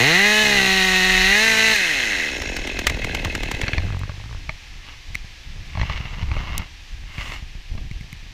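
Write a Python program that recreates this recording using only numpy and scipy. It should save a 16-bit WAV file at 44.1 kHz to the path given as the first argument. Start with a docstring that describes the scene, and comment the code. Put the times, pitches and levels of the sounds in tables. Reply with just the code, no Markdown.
"""Up a tree in a forest, a two-stroke chainsaw works close to a climber's camera. It revs, labours
through a trunk, revs free and sinks to a popping idle: firing pulses ring the muffler, the piston
clatters in the casing, and the chain hisses, whines and rattles on the bar. It is switched off and
stowed with a few knocks; sleeves swish and twigs snap over the steady hiss of the forest.
Wind and body movement rumble on the camera housing."""
import sys
import numpy as np
from scipy import signal
from scipy.fft import rfft, irfft
from scipy.io import wavfile
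from scipy.ndimage import uniform_filter1d

SR = 44100
rng = np.random.default_rng(int(sys.argv[2]) if len(sys.argv) > 2 else 0)


def file_out(sig):
    """Save sig as 16-bit WAV at sys.argv[1]."""
    # one column per channel
    cols = np.atleast_2d(sig).T
    # limit, then scale
    lim = np.clip(cols, -1, 1)
    pcm = np.round(lim * 32767).astype(np.int16)
    wavfile.write(sys.argv[1], SR, pcm)


N = 367353
TIME = np.arange(N) / SR


def amp(db):
    """Decibels to gain."""
    return 10 ** (np.asarray(db) / 20)


def unit(x):
    """Scales to rms 1."""
    return x / np.sqrt(np.mean(x ** 2) + 1e-20)


def steady(x, size=5000):
    """Holds the running rms at 1."""
    return x / np.sqrt(abs(uniform_filter1d(uniform_filter1d(x ** 2, size), size)) + 1e-12)


def noise(size=N):
    """White noise."""
    return rng.standard_normal(size)


def drift(hz):
    """A random wander of rms 1, moving at rates up to hz."""
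    return unit(irfft(rfft(noise()) / (1 + (np.fft.rfftfreq(N, 1 / SR) / hz) ** 4), N))


def ramp(x, zero, one):
    """Goes from 0 to 1 as x goes between two values."""
    return np.clip((x - zero) / (one - zero), 0, 1)


def swells(rows, rise_s, fall_s):
    """Envelope of (start_s, length_s, level_db) events: each fades in, holds and fades out."""
    gains = []
    for start, length, db in rows:
        fade = np.minimum((TIME - start) / rise_s, 0) - np.maximum((TIME - start - length) / fall_s, 0)
        gains.append(amp(db) * np.exp(fade))
    return np.max(gains, axis=0)


def colour(x, points, size=4096):
    """Minimum-phase EQ of unit energy through (freq_hz, gain_db) points."""
    hz, db = np.transpose(points)
    bins_hz = abs(np.fft.fftfreq(size, 1 / SR)) + 1
    log_gain = np.log(amp(np.interp(np.log(bins_hz), np.log(hz), db)))
    response = np.fft.ifft(np.exp(np.conj(signal.hilbert(log_gain)))).real[:size // 2]
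    return signal.oaconvolve(x, response / np.linalg.norm(response))[:len(x)]


def disperse(x, delay_s, corner_hz):
    """Cavities hold lows back longer than highs, so each pulse becomes a short falling sweep."""
    hz = np.fft.rfftfreq(N, 1 / SR)
    return irfft(rfft(x) * np.exp(-2j * np.pi * delay_s * corner_hz * np.arctan(hz / corner_hz)), N)


def add(mix, start_s, sound):
    """Mixes a sound in at a time."""
    part = mix[max(round(start_s * SR), 0):][:len(sound)]
    part += sound[:len(part)]


def pulses(turns, uneven_db, jitter_s, size=8):
    """One sharp pulse a turn, each of its own strength and slightly early or late."""
    at = np.interp(np.arange(1, int(turns[-1])), turns, np.arange(N))
    strength, late = np.clip(rng.standard_normal((len(at), 2)).T, -2, 2)
    at = at + late * jitter_s * SR
    near = at.astype(int)[:, None] + np.arange(-size, size + 1)
    away = near - at[:, None]
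    taps = amp(uneven_db * strength)[:, None] * np.sinc(away) * np.sinc(away / (size + 1))
    return np.bincount(np.clip(near, 0, N - 1).ravel(), taps.ravel(), N)


def burst(decay_s, tail_db, tail_s, rise_s=.0045, size=4000):
    """A crack of noise with a faint tail, of unit energy."""
    t = np.arange(size) / SR
    decay = np.exp(-t / decay_s) + amp(tail_db) * np.exp(-t / tail_s)
    crack = noise(size) * (1 - np.exp(-t / rise_s)) * decay
    return crack / np.linalg.norm(crack)


# Breeze in the trees: freq_hz, gain_db
FOREST_EQ = [(150, -44), (250, -7), (600, -14.5), (760, -8.5), (1510, -10.5), (1650, -3), (2570, -1),
             (5950, -10), (8670, -25), (15000, -34.5)]

def forest(hiss_db=-41, ease_db_per_s=.73, whine_hz=12610, whine_db=-74):
    """The background bed: a slowly easing breeze, and a thin steady whine."""
    hiss = amp(hiss_db - ease_db_per_s * TIME + .5 * drift(hz=6.5)) * colour(noise(), FOREST_EQ)
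    return hiss + amp(whine_db) * np.sin(2 * np.pi * whine_hz * TIME)


# Rumble and soft bumps on the housing: freq_hz, gain_db
RUMBLE_EQ = [(10, -10.5), (28, 5), (50, -3), (90, -9.5), (150, -43), (300, -28), (700, -75)]
BUMP_EQ = [(25, -3), (65, 7), (110, 4), (180, -3), (300, -22), (800, -23), (2000, -56)]
# The climber jostles the camera: start_s, length_s, level_db
JOSTLES = [(2.38, 0.44, -33), (2.87, 0.7, -27.5), (3.78, 0.083, -24.5), (4.33, 0.2, -33.5),
           (4.7, 0.097, -35.5), (5.08, 0.2, -33.5), (5.47, 0.37, -31.5), (5.79, 0.84, -27),
           (6.92, 0.16, -33), (7.17, 0.41, -33.5), (7.72, 0.14, -27.5), (7.9, 0.584, -34.5)]
# The saw judders in the cut, hardest as the last wood gives: start_s, length_s, level_db
JUDDERS = [(.6, 0.64, -36.5), (1.17, 0.12, -26.5)]

def buffeting(rumble_db=-2, bump_db=-11, still_db=-40, bumps_per_s=30, judder_hz=35):
    """Handling rumbles and bumps the camera, louder as it moves more; the cut adds a low judder."""
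    movement = np.maximum(swells(JOSTLES, rise_s=.03, fall_s=.058), amp(still_db))
    lumps = amp(2.6 * drift(hz=9))
    rumble = amp(rumble_db) * steady(colour(noise(), RUMBLE_EQ), size=3000) * lumps
    nudges = (rng.random(N) < bumps_per_s / SR) * noise() + .015 * noise()
    bumps = amp(bump_db) * np.sqrt(movement / np.std(movement)) * steady(colour(nudges, BUMP_EQ))
    wobble = np.sin(2 * np.pi * judder_hz * TIME + drift(hz=8.2))
    judder = unit(wobble + .33 * colour(noise(), RUMBLE_EQ))
    return movement * (rumble + bumps) + swells(JUDDERS, rise_s=.12, fall_s=.037) * judder


# Hollow rub, cloth swish, and a top-end fizz shared with the idle pops: freq_hz, gain_db
RUB_EQ = [(120, -21), (250, -3), (500, -10.5), (1150, 2.5), (1450, -5), (3000, -42)]
SWISH_EQ = [(900, -30), (1750, -7), (2160, 3.5), (2380, -8), (2800, 2), (3150, -8.5), (6300, -21),
            (10000, -50)]
FIZZ_EQ = [(1500, -15), (3500, 4), (7000, 19), (9000, 9), (15500, 3.5)]
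# Sleeve strokes, the last one brightest: start_s, length_s, hollow_db, swish_db, fizz_db
STROKES = [(4.904, 0.014, -47, -41.5, -80), (5.851, 0.14, -39.5, -33, -72), (6.03, .2, -43, -39, -83),
           (6.374, .23, -37.5, -35.5, -72), (7.207, 0.14, -39.5, -33.5, -52)]

def sleeves(cloth_db=-1, catches_per_s=380):
    """Stiff fabric slides in a crunch of small catches, hollow when it presses on the camera."""
    catches = (rng.random(N) < catches_per_s / SR) * noise()
    rub = (noise() + unit(catches)) * amp(1.2 * drift(hz=30))
    strokes = np.array(STROKES)
    hollow, swish, fizz = (swells(strokes[:, [0, 1, k]], rise_s=.071, fall_s=.033) for k in (2, 3, 4))
    cloth = hollow * unit(colour(rub, RUB_EQ)) + swish * unit(colour(rub, SWISH_EQ))
    return amp(cloth_db) * cloth + fizz * colour(noise(), FIZZ_EQ)


# The stowed saw jiggles: start_s, length_s, level_db
JIGGLES = [(3.83, 0.2, -25), (4.1, .26, -35.5)]

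def lanyard(slips_per_s=48, ring_hz=1150, tick_db=-16, shove_hz=85):
    """The saw settles on its lanyard in quick slips, each a tick and a shove; together they drone."""
    t = np.arange(SR // 20) / SR
    slips = pulses(np.cumsum(slips_per_s * amp(drift(hz=20))) / SR, uneven_db=2, jitter_s=0)
    scuffs = noise() * signal.oaconvolve(slips ** 2, np.exp(-t / .0015))[:N]
    tick = np.sin(2 * np.pi * ring_hz * t) * np.exp(-t / .0003)
    shove = t * np.exp(-t / .004) * np.sin(2 * np.pi * shove_hz * t)
    drone = unit(signal.oaconvolve(slips, shove)[:N])
    ticks = amp(tick_db) * unit(signal.oaconvolve(scuffs, tick)[:N])
    return swells(JIGGLES, rise_s=.03, fall_s=.037) * (drone + ticks)


def thump(db, t, hz=85, db_per_octave=22, cycles=.27):
    """A shove rocks the camera down and back once; a harder one rocks it more slowly."""
    phase = t * hz * 2 ** (-(db + 15.5) / db_per_octave)
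    return -amp(db) * np.sin(2 * np.pi * phase) * phase / cycles * np.exp(1 - phase / cycles)


# A bright click, and a midrange crack shared with the idle pops: freq_hz, gain_db
CLICK_EQ = [(1200, -12), (3400, 9), (5000, 0), (6500, 6.5), (9000, 3), (15500, -2)]
CRACK_EQ = [(100, -13.5), (1400, -5.5), (2000, 3), (2800, -2.5), (4500, -10.5), (6000, -11.5), (9000, -36)]
# The throttle trigger's release, then twigs breaking: start_s, tick_db, click_db, thump_db
CLICKS_AND_SNAPS = [(1.761, -6, -24, -37), (3.9923, -33, -42.5, -39), (5.1462, -18, -44, -43),
                    (5.1523, -8, -33, -28), (6.5793, -31, -20.5, -26), (7.912, -24, -52, -20.5),
                    (8.009, -29, -53, -24), (8.128, -23, -41, -25)]

def clicks_and_snaps(ring_hz=2150, peak_s=.0018, grit_db=-9, tick_gain_db=11, click_gain_db=21):
    """The trigger springs back or a twig breaks: a bright click, a tight, gritty tick, a small jolt."""
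    ticks, clicks = np.zeros((2, N))
    t = np.arange(SR // 10) / SR
    grit = amp(grit_db) * colour(noise(len(t)), CRACK_EQ)
    tick = (t * np.exp(-t / peak_s)) ** 3 * (np.sin(2 * np.pi * ring_hz * t) + grit)
    tick /= np.linalg.norm(tick)
    for start_s, tick_db, click_db, thump_db in CLICKS_AND_SNAPS:
        add(ticks, start_s, amp(tick_db + tick_gain_db) * tick + thump(thump_db, t))
        click = burst(decay_s=.0008, tail_db=-44, tail_s=.007, rise_s=.001)
        add(clicks, start_s, amp(click_db + click_gain_db) * click)
    return ticks + colour(clicks, CLICK_EQ)


# The camera housing's modes: pitch_hz, level_db, t60_s
HOUSING_MODES = [(630, -6, 0.033), (889, -1, 0.02), (1130, 2.5, 0.014), (1720, 1, 0.013),
                 (2110, 12.5, 0.0043), (2180, 3.5, 0.014), (2520, 6.5, 0.0075), (3400, -5, 0.012),
                 (4230, 1.5, 0.0069), (5740, -1.5, 0.004)]
# Gear hits the harness and the camera: start_s, crack_db, hollow_db, thump_db
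GEAR_KNOCKS = [(3.256, -17, -15, -17.5), (3.634, -18, -22, -16), (3.6813, -7, -25, -21),
               (3.7332, -5.5, -24, -17), (3.7808, -8, -16, -11.5), (4.094, -26, -21, -21),
               (4.4932, -10, -16, -26), (5.752, -24, -21.5, -22), (5.773, -21, -16, -18.5),
               (5.796, -18, -20, -17), (5.814, -11, -15.5, -12), (5.831, -21, -16, -14),
               (5.897, -16, -12.5, -20.5), (6.2273, -30, -25, -15), (6.315, -17, -19, -16),
               (6.366, -22, -16, -21), (6.596, -21, -25, -19.5), (7.181, -18, -30, -20),
               (7.778, -27, -30, -25)]

def knocks(ring_db=11, thump_gain_db=1, scuff_db=-3, contact_s=.0005, size=5000):
    """Each knock lands with a scuff, rings the housing dryly in its own way and shoves the camera."""
    mix = np.zeros(N)
    t = np.arange(size) / SR
    hz, db, t60 = np.transpose(HOUSING_MODES)[:, :, None]
    hollow = hz[:, 0] < 1300
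    envelopes = amp(db - 60 * t / t60) * (1 - np.exp(-t / contact_s))  # swells during contact
    for start_s, crack_db, hollow_db, thump_db in GEAR_KNOCKS:
        scuff = amp(scuff_db) * burst(decay_s=.0012, tail_db=-26, tail_s=.008, size=size)
        blow = signal.unit_impulse(size) + scuff
        detuned_hz = hz * rng.uniform(.97, 1.03, hz.shape)
        modes = envelopes * np.sin(2 * np.pi * (detuned_hz * t + rng.random(hz.shape)))
        for group, group_db in (hollow, hollow_db), (~hollow, crack_db):
            ring = signal.fftconvolve(blow, modes[group].sum(0))
            add(mix, start_s, amp(group_db + ring_db) * ring / np.linalg.norm(ring))
        add(mix, start_s, amp(thump_gain_db) * thump(thump_db, t))
    return mix


# Single firings at idle: start_s, level_db
IDLE_FIRINGS = [(2.418, -12), (2.565, -8.5), (2.672, -13), (2.79, -7), (2.868, 3.5), (2.897, -7.5),
                (3.044, -10.5), (3.147, -7), (3.247, -7.5), (3.35, -9), (3.432, -12), (3.513, -7.5),
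                (3.547, -21), (3.614, -10)]

def idle_pops(bark_db=11, fizz_db=-1, lead_s=.0045):
    """At idle only every fourth turn or so catches, with a short sputter and a sharp bark."""
    bark, fizz = np.zeros((2, N))
    median_db = np.median(IDLE_FIRINGS, 0)[1]
    for start_s, db in IDLE_FIRINGS:
        sputter = burst(decay_s=.004, tail_db=-28, tail_s=.015)
        crack = burst(decay_s=.003, tail_db=-26, tail_s=.015, rise_s=.0015)
        spit = burst(decay_s=.0023, tail_db=-18.5, tail_s=.0089, rise_s=.0016)
        add(bark, start_s - lead_s, amp(min(db, median_db)) * sputter)
        add(bark, start_s, amp(db + bark_db) * crack)
        add(fizz, start_s, amp(db + fizz_db) * spit)
    return colour(bark, CRACK_EQ) + colour(fizz, FIZZ_EQ)


def rattle(push, modes, hits_per_s, size=1500):
    """Loose metal strikes at random, most often when pushed; each hit rings a new blend of modes."""
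    t = np.arange(size) / SR
    hits = rng.random(N) < hits_per_s * push / np.mean(push) / SR
    mix = np.zeros(N)
    for hz, width_hz, db in modes:
        ring = t * np.exp(-1.5 * np.pi * width_hz * t) * np.sin(2 * np.pi * hz * t)
        mix += amp(db) * unit(signal.oaconvolve(hits * noise(), ring)[:N])
    return steady(mix)


# Ring of the slapped bar and of the links: pitch_hz, width_hz, level_db
SLAP_MODES = [(1644, 180, -6), (2106, 140, -2.5), (2587, 127, -1.5), (3250, 650, -7.5), (3980, 340, -13)]
LINK_MODES = [(5470, 370, 1), (6550, 650, 0.5)]

def loose_chain(turns, coasting, idling, octaves_down, slap_db=-21.5, fade_db_per_octave=3.9, slack=.3):
    """Off throttle the chain slaps the bar about once a turn; its links jingle most as it runs out."""
    push = slack + np.cos(np.pi * (turns + .22 * drift(hz=30))) ** 6
    idle_db = -2.5 + 2 * drift(hz=30)
    slap_gain = amp(slap_db - fade_db_per_octave * octaves_down + idling * idle_db)
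    slaps = slap_gain * rattle(push, SLAP_MODES, hits_per_s=800)
    run_out = swells([(2.05, .41, -40.5)], rise_s=.094, fall_s=.32)
    jingle = run_out * rattle(push, LINK_MODES, hits_per_s=1100)
    return coasting * (slaps + jingle)


# The cutters bite, twice, then the chain runs down: start_s, length_s, level_db
HOWLS = [(0, 0.27, -20.5), (1.07, 0.31, -23.5), (1.8, 0.463, -27.5)]

def bar_howl(pitch_hz=1964, width_hz=230):
    """Dense hits from the chain set one resonance of the bar howling."""
    howl = rattle(np.ones(N), [(pitch_hz, width_hz, 0)], hits_per_s=650)
    return swells(HOWLS, rise_s=.12, fall_s=.037) * howl


# Where bar and cover sing: pitch_hz, width_hz, level_db
BAR_RESONANCES = [(1559, 30, -20), (1897, 54, -16.5), (1995, 43, -17.5), (2194, 77, -18.5), (2467, 79, -22),
                  (2644, 42, -15), (2870, 54, -30), (2993, 76, -19), (3660, 170, -24), (4130, 100, -19)]

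def chain_whine(speed, turns, free, charge, damped_db=-6, teeth=8, sprocket_db=-22.5):
    """Crank harmonics swell on the bar's resonances, damped by the wood; the sprocket whistles."""
    def peak(hz, centre_hz, width_hz):
        return 1 / (1 + ((hz - centre_hz) / width_hz * 2) ** 4)

    grid_hz = np.arange(SR // 8)
    response = sum(amp(db) * peak(grid_hz, hz, width) for hz, width, db in BAR_RESONANCES)
    tones = np.zeros(N)
    for harmonic in range(7, 23):
        gain = np.interp(harmonic * speed, grid_hz, response) * amp(1.5 * drift(hz=25))
        tones += gain * unit(np.sin(2 * np.pi * harmonic * turns + .15 * drift(hz=50)))
    whistle_gain = amp(sprocket_db + drift(hz=25)) * peak(speed, centre_hz=210, width_hz=17.2)
    whistle = whistle_gain * unit(np.sin(2 * np.pi * teeth * turns))
    flutter = uniform_filter1d(charge, size=100)  # dips on skipped firings
    return (amp(damped_db * (2 - free)) * tones + whistle) * flutter


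# The engine casing's clang: freq_hz, gain_db
CASING_EQ = [(150, -74.5), (700, -16.5), (1350, -15), (1700, -5.5), (1950, 4), (2100, 1), (2300, -9.5),
             (2550, -0.5), (3000, -5), (3400, -12), (4150, -3), (4900, -24.5), (6400, -21), (8000, -56.5)]

def piston_clatter(turns, puffs, coasting, charge, slap_db=-9, rush_db=-3.5, blur_db=6):
    """The piston knocks twice a turn over a rush of gas, which blurs the knocks off throttle."""
    slaps = amp(slap_db) * pulses(turns + .5, uneven_db=3, jitter_s=.00002)
    blows = pulses(turns, uneven_db=1.5, jitter_s=.000016) * charge + slaps
    blows = steady(disperse(blows, delay_s=.004, corner_hz=3000))
    rush = amp(rush_db + blur_db * coasting) * steady(puffs * noise())
    return steady(colour(blows + rush, CASING_EQ)) * amp(.73 * drift(hz=29.2))


# The exhaust's hard edge: freq_hz, gain_db
SHOCK_EQ = [(400, -22), (1250, -24), (1950, 5), (2600, 0.5), (4100, -10.5), (8000, -24)]

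def exhaust_shocks(turns, charge, coasting, level_db=-28):
    """Under throttle each firing leaves the muffler with a hard crack."""
    firings = pulses(turns, uneven_db=6.5, jitter_s=.000015) * charge
    shocks = disperse(firings, delay_s=.001038, corner_hz=SR)
    return (1 - coasting) * amp(level_db) * steady(colour(shocks, SHOCK_EQ))


# The muffler's voice, throttle open and shut: freq_hz, gain_db
BARK_EQ = [(40, -12), (110, 9), (200, 4), (400, 2.5), (480, 6.5), (560, -10), (650, 4), (860, -2.5),
           (960, -9.5), (1050, -3), (1130, 0), (1400, -19.5), (2500, -28.5)]
PUTTER_EQ = [(40, -35), (120, -6), (270, 3.5), (520, -0.5), (850, -6), (1100, -15.5), (2500, -84)]

def exhaust(turns, puffs, coasting, idling, charge, gas_db=-3):
    """Firing pulses ring the muffler; off throttle they soften, and idle as an uneven putter of gas."""
    firings = pulses(turns, uneven_db=0, jitter_s=.00001) * charge
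    bark = colour(disperse(firings, delay_s=.00442, corner_hz=686), BARK_EQ)
    soft = pulses(turns + .12 * idling * drift(hz=30), uneven_db=.8, jitter_s=.00002)
    soft *= amp(2.5 * idling * drift(hz=30))
    soft = disperse(soft, delay_s=.00801, corner_hz=505)
    spits = steady(puffs * noise() * amp(3.5 * drift(hz=120)))
    putter = colour(steady(soft) + amp(gas_db) * .5 * (1 + idling) * spits, PUTTER_EQ)
    return steady((1 - coasting) * steady(bark) + coasting * steady(putter))


SHUT_S, OFF_S = 1.728, 3.67  # the throttle shuts; the engine is switched off
# Crank revs under throttle: time_s, speed_hz
REV_CURVE = [(0.0, 112), (0.052, 138.6), (0.1, 160), (0.2, 196), (0.26, 208), (0.378, 214), (0.45, 212.7),
             (0.558, 202), (0.615, 192.3), (0.96, 186), (1.234, 187), (1.282, 192), (1.416, 219),
             (1.462, 222.7), (1.712, 220.8)]

def crank(idle_hz=39.05, coast_s=.485, stop_s=.9):
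    """The crank follows the throttle, coasts to idle and runs down once switched off."""
    driven = np.interp(TIME, *np.transpose(REV_CURVE))
    speed = np.maximum(driven * np.exp(-np.maximum(TIME - SHUT_S, 0) / coast_s), idle_hz)
    octaves_down = np.log2(driven / speed)
    speed *= np.exp(-np.maximum(TIME - OFF_S, 0) / stop_s)
    turns = .9 + np.cumsum(speed * (1 + .004 * drift(hz=25))) / SR
    # nudge the phase so that each idle pop lands on a whole turn
    fired_s = np.array(IDLE_FIRINGS)[:, 0]
    nudge = np.unwrap(np.r_[0, -np.interp(fired_s, TIME, turns)], period=1)
    return speed, turns + np.interp(TIME, np.r_[SHUT_S, fired_s], nudge), octaves_down


# The running chain's hiss: freq_hz, gain_db
CHAIN_EQ = [(3000, 5), (6500, 15), (8200, 2), (9200, 4.5), (11000, -5.5), (12300, -2.5), (13200, 0),
            (15500, -19)]
# How clatter and hiss ride the revs: cut_db, free_offset_db, coast_loss_db_per_octave, idle_offset_db
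CLATTER_LEVELS = (-14, -1, 4.5, -5.5)
HISS_LEVELS = (-33, 2, 5.5, -6)
# Near top speed the engine skips firings in a regular beat: start_s, end_s, period_turns
MISFIRES = [(.43, .67, 3), (1.44, 1.75, 4)]

def chainsaw(cut_hz=206, free_hz=208, clutch_hz=(52.8, 79.3), skip_depth=.62, screen_db_per_s=2.5):
    """Crank speed and throttle drive exhaust, casing and chain together."""
    speed, turns, octaves_down = crank()
    coasting = ramp(TIME - SHUT_S, 0, .055)
    free = ramp(speed, cut_hz, free_hz)  # 0 labouring in the wood, 1 running free
    idling = 1 - ramp(speed, *clutch_hz)  # the clutch lets the chain go
    running = amp(-41 * np.maximum(TIME - OFF_S, 0))
    skipped = sum((TIME > start) * (TIME < end) * (np.round(turns) % period == 0)
                  for start, end, period in MISFIRES)
    charge = 1 - skip_depth * skipped
    # the noise layers pulse once a turn
    idle_puffs = 1 + np.cos(np.pi * turns) ** 6
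    puffs = (1 - idling) * (.5 + np.exp(-(turns % 1))) + idling * idle_puffs

    # a faster crank takes less charge, and the trunk screens the muffler as the saw sinks in
    open_db = -23 - 3.5 * np.log2(speed / cut_hz) - screen_db_per_s * TIME
    shut_db = -34.5 - 1.5 * (1 - idling)  # softer while it coasts, starved, above idle
    muffler_gain = amp((1 - coasting) * open_db + coasting * shut_db)
    shake = amp(1) * idling * np.sin(2 * np.pi * turns)
    muffler = muffler_gain * (exhaust(turns, puffs, coasting, idling, charge) + shake)

    casing_db, chain_db = (db + free_db * free - loss_db * octaves_down + idle_db * idling
                           for db, free_db, loss_db, idle_db in (CLATTER_LEVELS, HISS_LEVELS))
    clatter = amp(casing_db - 3 - 5 * coasting) * piston_clatter(turns, puffs, coasting, charge)
    hiss = amp(chain_db + 4) * steady(colour(puffs * noise(), CHAIN_EQ))
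    whine = (1 - idling) * amp(-7 * octaves_down) * chain_whine(speed, turns, free, charge)
    loose = loose_chain(turns, coasting, idling, octaves_down)
    shocks = exhaust_shocks(turns, charge, coasting)
    return running * (muffler + clatter + hiss + loose + whine) + shocks + bar_howl()


def scene():
    """The saw, the climber and the forest, mixed to mono."""
    saw = chainsaw() + idle_pops()
    return (saw + knocks() + clicks_and_snaps() + lanyard() + sleeves() + buffeting() + forest())[None]


def record(dry):
    """Caps the peaks at full scale and cuts the very top of the treble."""
    low_pass = signal.firwin(511, 15600, window=("kaiser", 9), fs=SR)
    return signal.oaconvolve(np.clip(dry, -1, 1), low_pass[None], "same")


dry = scene()
out = record(dry)
file_out(out)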